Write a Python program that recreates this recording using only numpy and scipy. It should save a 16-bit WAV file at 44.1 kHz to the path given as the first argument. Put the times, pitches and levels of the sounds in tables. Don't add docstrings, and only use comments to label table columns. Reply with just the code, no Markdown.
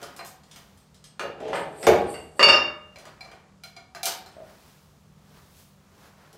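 import sys
import numpy as np
from scipy import signal
from scipy.io import wavfile
from scipy.ndimage import uniform_filter1d, minimum_filter1d

SR = 44100
rng = np.random.default_rng(int(sys.argv[2]) if len(sys.argv) > 2 else 0)


def unload_audio(sound):
    columns = np.transpose(np.atleast_2d(sound))
    steps = np.round(np.clip(columns, -1, 1) * 32767)
    wavfile.write(sys.argv[1], SR, steps.astype(np.int16))


N = 280976


# (time [s], floor thud [dB], plate ring [dB], contact [dB], contact tilt [dB per octave])
HEAVY_BLOWS = [(0.017, -38, -82, -46.5, -2), (1.195, -33, -43, -25, -7), (1.228, -27.5, -79, -49, -3),
               (1.403, -32, -72, -43, -5.5), (1.481, -42, -67, -37, -7.5), (1.531, -43, -51, -24.5, -12),
               (1.556, -40, -55, -27, -16), (1.829, -30.5, -74, -30.5, -4.5), (1.868, -4, -54.5, -15.5, -4),
               (1.917, -24.5, -59.5, -29.5, -8.5), (2.141, -55.5, -43.5, -37.5, -10),
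               (2.394, -25, -19, -14, -10), (2.428, -29, -3.5, -16.5, -7), (2.462, -19, -21, -33.5, -4),
               (2.485, -21.5, -7.5, -16, -9), (2.531, -33, -25.5, -19.5, -13.5),
               (6.329, -49.5, -90, -61.5, 2)]
# (frequency [Hz], level against the ring [dB], t60 [s])
LARGE_PLATE_MODES = [(72, -35, .8), (425, -25, .55), (606, -18, .7), (915, -21, .3), (1120, -19, .25),
                     (1226, -13, .4), (1315, -19, .25), (1739, -20, .3), (2237, -15, .45), (2396, -20, .25),
                     (2666, -14, .35), (2753, -13, .3), (2779, -8, .4), (2803, -8, .4), (2814, 0, .5),
                     (2847, -10, .35), (3550, -24, .36), (3658, -19, .38), (4539, -14, .25),
                     (4571, -6, .33), (5106, -19, .34), (5281, -27, .32), (5450, -26, .24),
                     (5631, -26, .26), (6708, -31, .38), (7644, -34, .2), (7900, -35, .2), (8393, -34, .24),
                     (9082, -37, .22), (10090, -37, .16)]
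DENSE_DB, DENSE_T60_S = -27, 0.35


def large_plate():
    times, _, ring_db, _, _ = np.transpose(HEAVY_BLOWS)
    modes = body(LARGE_PLATE_MODES, times, ring_db, spread_db=1.93, chatter_db=-35, chatter_s=0.2)
    dense_db = ring_db + DENSE_DB
    dense = crack(times, dense_db, 2200, 3000, DENSE_T60_S)
    dense += crack(times, dense_db - 7, 4500, 4700, DENSE_T60_S)
    return modes + dense


# (time [s], ring [dB], contact [dB], contact tilt [dB per octave])
LIGHT_BLOWS = [(0.029, -51, -40, -1.5), (0.192, -48.5, -37, -26), (0.56, -58, -51.5, 0.5),
               (2.959, -49.5, -46, -4.5), (2.986, -58, -57, 1), (3.054, -66, -44.5, -3.5),
               (3.208, -48, -48.5, -3), (3.248, -56, -51.5, -4), (3.315, -59, -44, -6),
               (3.636, -47.5, -50.5, 1), (3.765, -42.5, -45, -5.5), (3.949, -44.5, -39.5, -3),
               (4.031, -35, -42.5, 4.5), (4.056, -40.5, -37, 4.5), (4.066, -46, -30, -6.5),
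               (4.261, -54.5, -51, -1.5)]
# (frequency [Hz], level against the ring [dB], t60 [s])
SMALL_PLATE_MODES = [(680, -0.5, 0.25), (752.4, 2, 0.23), (1395, -10.5, 0.16), (2185, -6, 0.23),
                     (2339, 4, 0.094), (3336, -9, 0.019), (4000, 3.5, 0.024), (4130, 3.5, 0.15),
                     (4220, -4.5, 0.36), (4820, 7, 0.039), (5890, -0.5, 0.023), (7140, -7, 0.067),
                     (8560, -19, 0.046), (9540, -14, 0.056), (11160, -28, .02), (12800, -25, .015)]


def small_plate():
    times, ring_db, _, _ = np.transpose(LIGHT_BLOWS)
    return body(SMALL_PLATE_MODES, times, ring_db, spread_db=3.0, chatter_db=-27, chatter_s=0.069)


# (frequency [Hz], level against the thud [dB], t60 [s])
FLOOR_MODES = [(79.4, -26.5, 0.24), (109.8, -28.5, 0.18), (200, -19.5, 0.21), (259.3, -11, 0.048),
               (346, -5.5, 0.12), (374.7, -7.5, 0.14), (437.2, -1.5, 0.11), (551, -2, .1),
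               (602, -3.5, 0.12), (678, -5, 0.11), (734, -8, 0.19), (817, -12, 0.35), (1123, -13, 0.049)]
LIGHT_THUD_DB = -14
BOOM_DB, BOOM_T60_S = -6, 0.12


def floor():
    heavy_s, heavy_thud_db, _, _, _ = np.transpose(HEAVY_BLOWS)
    light_s, _, light_db, _ = np.transpose(LIGHT_BLOWS)
    times = np.r_[heavy_s, light_s]
    thud_db = np.r_[heavy_thud_db, light_db + LIGHT_THUD_DB]
    thud = body(FLOOR_MODES, times + 0.0027, thud_db, spread_db=1.0, chatter_db=-28, chatter_s=0.084)
    return thud + crack(times + 0.0024, thud_db + BOOM_DB, 180, 800, BOOM_T60_S)


# (time [s], click [dB], top against the click [dB])
LINK_CLICKS = [(0.164, -45, 0), (0.249, -49, 6), (0.263, -49.5, 7.5), (0.435, -55, -18), (0.513, -45, -21),
               (0.774, -54.5, -7), (0.944, -50.5, -13), (1.041, -44.5, -14), (4.317, -58, -15)]
# (frequency [Hz], level against the ring [dB], t60 [s])
HOOK_MODES = [(1728, -12, .3), (2830, -8, 0.19), (3736, -3.5, 0.21), (4030, -7, 0.18), (4200, -1.5, .27),
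              (4980, -1.5, 0.24), (6200, -10, .25), (6990, -10, 0.23), (8250, 2, .23), (8950, -9, .2),
              (9970, -4, .2), (12900, -16, .12)]
LINK_RING_DB = -9.5


def hook():
    times, click_db, _ = np.transpose(LINK_CLICKS)
    return body(HOOK_MODES, times, click_db + LINK_RING_DB, spread_db=2.5, chatter_db=-36.0, chatter_s=0.063)


CLACK_BUMP_DB = 4.5
RATTLE_DB, RATTLE_T60_S = -17, 0.25


def contacts():
    heavy_s, _, _, heavy_db, heavy_tilt = np.transpose(HEAVY_BLOWS)
    light_s, _, light_db, light_tilt = np.transpose(LIGHT_BLOWS)
    link_s, link_db, top_db = np.transpose(LINK_CLICKS)

    knock_db = np.r_[heavy_db, light_db]
    tilt = np.r_[heavy_tilt, light_tilt]
    clack_db = np.r_[knock_db + CLACK_BUMP_DB + 2.2 * tilt, link_db]
    tick_db = np.r_[knock_db + 3.4 * tilt, link_db + top_db]
    knock_db = np.r_[knock_db, link_db - 14]
    cracks = contact(np.r_[heavy_s, light_s, link_s], knock_db, clack_db, tick_db)

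    loose = slice(len(heavy_s), None)
    loose_s = np.r_[light_s, link_s]
    cracks += crack(loose_s, clack_db[loose] + RATTLE_DB, 2830, 6100, RATTLE_T60_S)
    cracks += crack(loose_s, tick_db[loose] + RATTLE_DB, 5760, 9500, RATTLE_T60_S)
    return cracks


def contact(times, knock_db, clack_db, tick_db):
    knock = crack(times, knock_db, 420, 1900, 0.035)
    clack = crack(times, clack_db, 2700, 7500, 0.017)
    tick = crack(times, tick_db, 5300, 15000, 0.025)
    return knock + clack + tick


# (time [s], tap level [dB])
ROCKING = [(4.367, -36.5), (4.403, -35), (4.437, -46), (4.454, -65), (4.478, -64)]
ROCK_HZ, ROCK_T60_S = 640, 0.044


def rocking():
    times, db = np.transpose(ROCKING)
    soft_taps = signal.lfilter([0.18], [1, -0.95], clicks(times, db))
    return ring(soft_taps, ROCK_HZ, ROCK_T60_S)


# (time [s], rumble level [dB])
DRAG_SPANS = [
    [(1.25, -35), (1.352, -54), (1.444, -34), (1.53, -32), (1.556, -30.5), (1.714, -45), (1.814, -41.5),
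     (1.86, -25)],
    [(1.96, -22.5), (2.0, -35), (2.098, -38.5), (2.17, -44), (2.348, -60.5), (2.385, -44)],
]
GRIND_DB = -13.5
# (frequency [Hz], level [dB], t60 [s]); only their balance counts; the
# first, at 4570 Hz, is the large plate singing along, the rest belong to the chain
CHAIN_MODES = [(4570, -5.5, .05), (7440, -6.5, .04), (7700, -2.5, 0.027), (8140, 4.5, 0.022),
               (8900, -5, 0.057), (8300, 0.5, .03), (9150, -0.5, .04), (9500, -5.5, .03),
               (10000, -5.5, 0.014), (11400, -7, 0.017), (12910, -8, .03)]
# (peak time [s], level [dB], rise [s], fall [s])
SHAKES = [(1.556, -42, .03, 0.11), (1.837, -37.5, .08, .15), (2.098, -41.5, .035, 0.19),
          (2.385, -50.5, .04, .1)]


def drag():
    slips = grit(1500, 1.3)
    rumble = 0
    for k, (hz, db, t60) in enumerate(FLOOR_MODES):
        rumble = rumble + (-1) ** k * from_db(db) * ring(slips, hz, 0.23 * t60)
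    grind = from_db(GRIND_DB) * rms_one(band(slips, 1200, 3500))
    links = sum(from_db(db) * ring(grit(250, 3.3), hz, t60) for hz, db, t60 in CHAIN_MODES)
    jingle = swell(*np.transpose(SHAKES)) * rms_one(band(links, 3500, 14000))
    return span_gain(DRAG_SPANS) * (rms_one(rumble) + grind) + jingle


# (peak time [s], level [dB], tilt [dB per octave], rise [s], fall [s])
MOVES = [(0.04, -51.5, -3.5, 0.28, 0.34), (0.22, -53.5, -11.5, 0.21, 0.16), (0.573, -58.5, -2, 0.18, 0.48),
         (3.085, -52, -6, 0.28, 0.18), (3.29, -56, -7, .15, 0.36), (4.33, -57, -13, 0.27, 0.25),
         (4.5, -58, -3.5, 0.14, 0.19), (4.68, -62, -.5, 0.44, 0.56), (5.38, -57.5, -2.5, 0.26, 0.24),
         (5.6, -67, 2.5, 0.18, 0.19), (6.06, -56, -2.5, 0.27, 0.11), (6.25, -56.5, -4, .3, 0.34)]


def rustle():
    times, db, tilt, rise_s, fall_s = np.transpose(MOVES)
    dull = swell(times, db, rise_s, fall_s) * rms_one(band(grit(5000, 1.4), 260, 1600))
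    middle = swell(times, db + 2.3 * tilt, rise_s, fall_s) * rms_one(band(grit(6000, 1.5), 2300, 6250))
    bright = swell(times, db + 3.3 * tilt, rise_s, fall_s) * rms_one(band(grit(9000, 1.5), 5800, 18000))
    return dull + middle + bright


# (frequency [Hz], t60 [s])
ROOM_T60 = [(100, 0.88), (500, 0.55), (1400, 0.54), (3700, 0.39), (9700, 0.19), (16000, 0.38)]


def room(x):
    t = np.arange(SR) / SR
    edges = 60 * 2 ** np.arange(0, 8.1, 0.5)
    tail = 0
    for low, high in zip(edges, edges[1:]):
        fade = from_db(-60 * t / at_hz(ROOM_T60, np.sqrt(low * high)))
        tail = tail + band(rng.standard_normal(SR), low, high) * fade
    tail = tail * (1 - np.exp(-t / 0.0023))
    return signal.fftconvolve(x, tail / np.sqrt(np.sum(tail ** 2)))[:N]


# (frequency [Hz], relative band gain [dB])
AIR_COLOUR = [(15, -43), (25, -5.5), (87, 1.5), (175, -5.5), (217, -2.5), (285, -17), (451, -10.5),
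              (796, -17.5), (887, -14), (1020, -14), (1740, -25), (6740, -28), (14800, -45.5), (16000, -40)]
AIR_DB = -59
# (centre frequency [Hz], middle rms level [dB])
HUM_TONES = [(152, -64.5), (193, -66)]


def air():
    edges = 22 * 2 ** np.arange(0, 10, 0.5)
    hiss = 0
    for low, high in zip(edges, edges[1:]):
        gain = from_db(at_hz(AIR_COLOUR, np.sqrt(low * high)))
        hiss = hiss + gain * band(rng.standard_normal(N), low, high)
    hum = 0
    for hz, db in HUM_TONES:
        level = from_db(db + 2.5 * drift(6)) * np.sqrt(2)
        phase = 2 * np.pi * np.cumsum(hz + 3.0 * drift(8)) / SR
        hum = hum + level * np.sin(phase)
    return from_db(AIR_DB) * rms_one(hiss) + hum


def body(modes, times, db, spread_db, chatter_db, chatter_s):
    luck = rng.normal(0, 1, (len(times), len(modes)))
    chatter = from_db(chatter_db) * grit(5000, 1.0)
    out = 0
    for k, (hz, level_db, t60) in enumerate(modes):
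        hits = clicks(times, db + level_db + spread_db * luck[:, k])
        drive = hits + chatter * fading(hits, chatter_s)
        out = out + (-1) ** k * ring(drive, hz, t60)
    return out


def crack(times, db, low_hz, high_hz, t60):
    burst = fading(clicks(times, db), t60) * rng.standard_normal(N)
    return band(burst, low_hz, high_hz) * np.sqrt(SR / 2 / (high_hz - low_hz))


def fading(hits, t60):
    return signal.lfilter([1], [1, -from_db(-60 / (t60 * SR))], hits + 1e-18)


def ring(hits, hz, t60):
    r, w = from_db(-60 / (t60 * SR)), 2 * np.pi * hz / SR
    return signal.lfilter([0, np.sin(w)], [1, -2 * r * np.cos(w), r * r], hits + 1e-18)


def clicks(times, db):
    out = np.zeros(N)
    out[(np.asarray(times) * SR).astype(int)] = from_db(db)
    return out


def grit(per_s, spread_db):
    sizes = from_db(spread_db * np.minimum(rng.exponential(1, N), 4)) * rng.choice([-1, 1], N)
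    return rms_one(sizes * (rng.random(N) < per_s / SR))


def swell(peak_s, db, rise_s, fall_s):
    coarse_n = np.arange(0, N, 64)
    late = coarse_n[:, None] / SR - peak_s
    drop_db = 20 * np.where(late < 0, -late / rise_s, late / fall_s)
    return np.interp(np.arange(N), coarse_n, from_db(db - drop_db).sum(axis=1))


def span_gain(spans):
    t = np.arange(N) / SR
    return sum(from_db(np.interp(t, *np.transpose(rows), -200, -200)) for rows in spans)


def drift(rate_hz):
    r = np.exp(-2 * np.pi * rate_hz / SR)
    return rms_one(signal.lfilter([1], [1, -2 * r, r * r], rng.standard_normal(N + SR))[SR:])


def band(x, low_hz, high_hz):
    sos = signal.butter(2, [low_hz, min(high_hz, 19000)], "band", fs=SR, output="sos")
    return signal.sosfilt(sos, x + 1e-18)


def at_hz(points, hz):
    curve_hz, values = np.transpose(points)
    return np.interp(np.log(hz), np.log(curve_hz), values)


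def rms_one(x):
    return x / np.sqrt(np.mean(x ** 2) + 1e-20)


def from_db(db):
    return 10 ** (np.asarray(db) / 20)


def scene():
    large = large_plate()
    damped = small_plate() + hook() + floor() + rocking() + drag()
    cracks = contacts()
    direct = large + from_db(-5) * damped + from_db(-1.0) * cracks
    to_room = from_db(-8.5) * large + from_db(-7.5) * damped + from_db(2.5) * cracks
    return (direct + room(to_room) + rustle() + air())[None]


LIMIT_DB, RELEASE_DB_S = -1.5, 60
CUTOFF_HZ = 16150


def record(dry):
    dry = signal.sosfilt(signal.butter(3, 48, "high", fs=SR, output="sos"), dry)
    ramp = RELEASE_DB_S * np.arange(N) / SR
    over_db = np.maximum(20 * np.log10(np.abs(dry[0]) + 1e-9) - LIMIT_DB, 0)
    held_db = np.maximum.accumulate(over_db + ramp) - ramp
    ahead_db = uniform_filter1d(-minimum_filter1d(-held_db, size=89), size=45)
    limited = dry * from_db(-ahead_db)
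    return signal.sosfilt(signal.cheby2(20, 60, CUTOFF_HZ, fs=SR, output="sos"), limited)


dry = scene()
out = record(dry)
unload_audio(out)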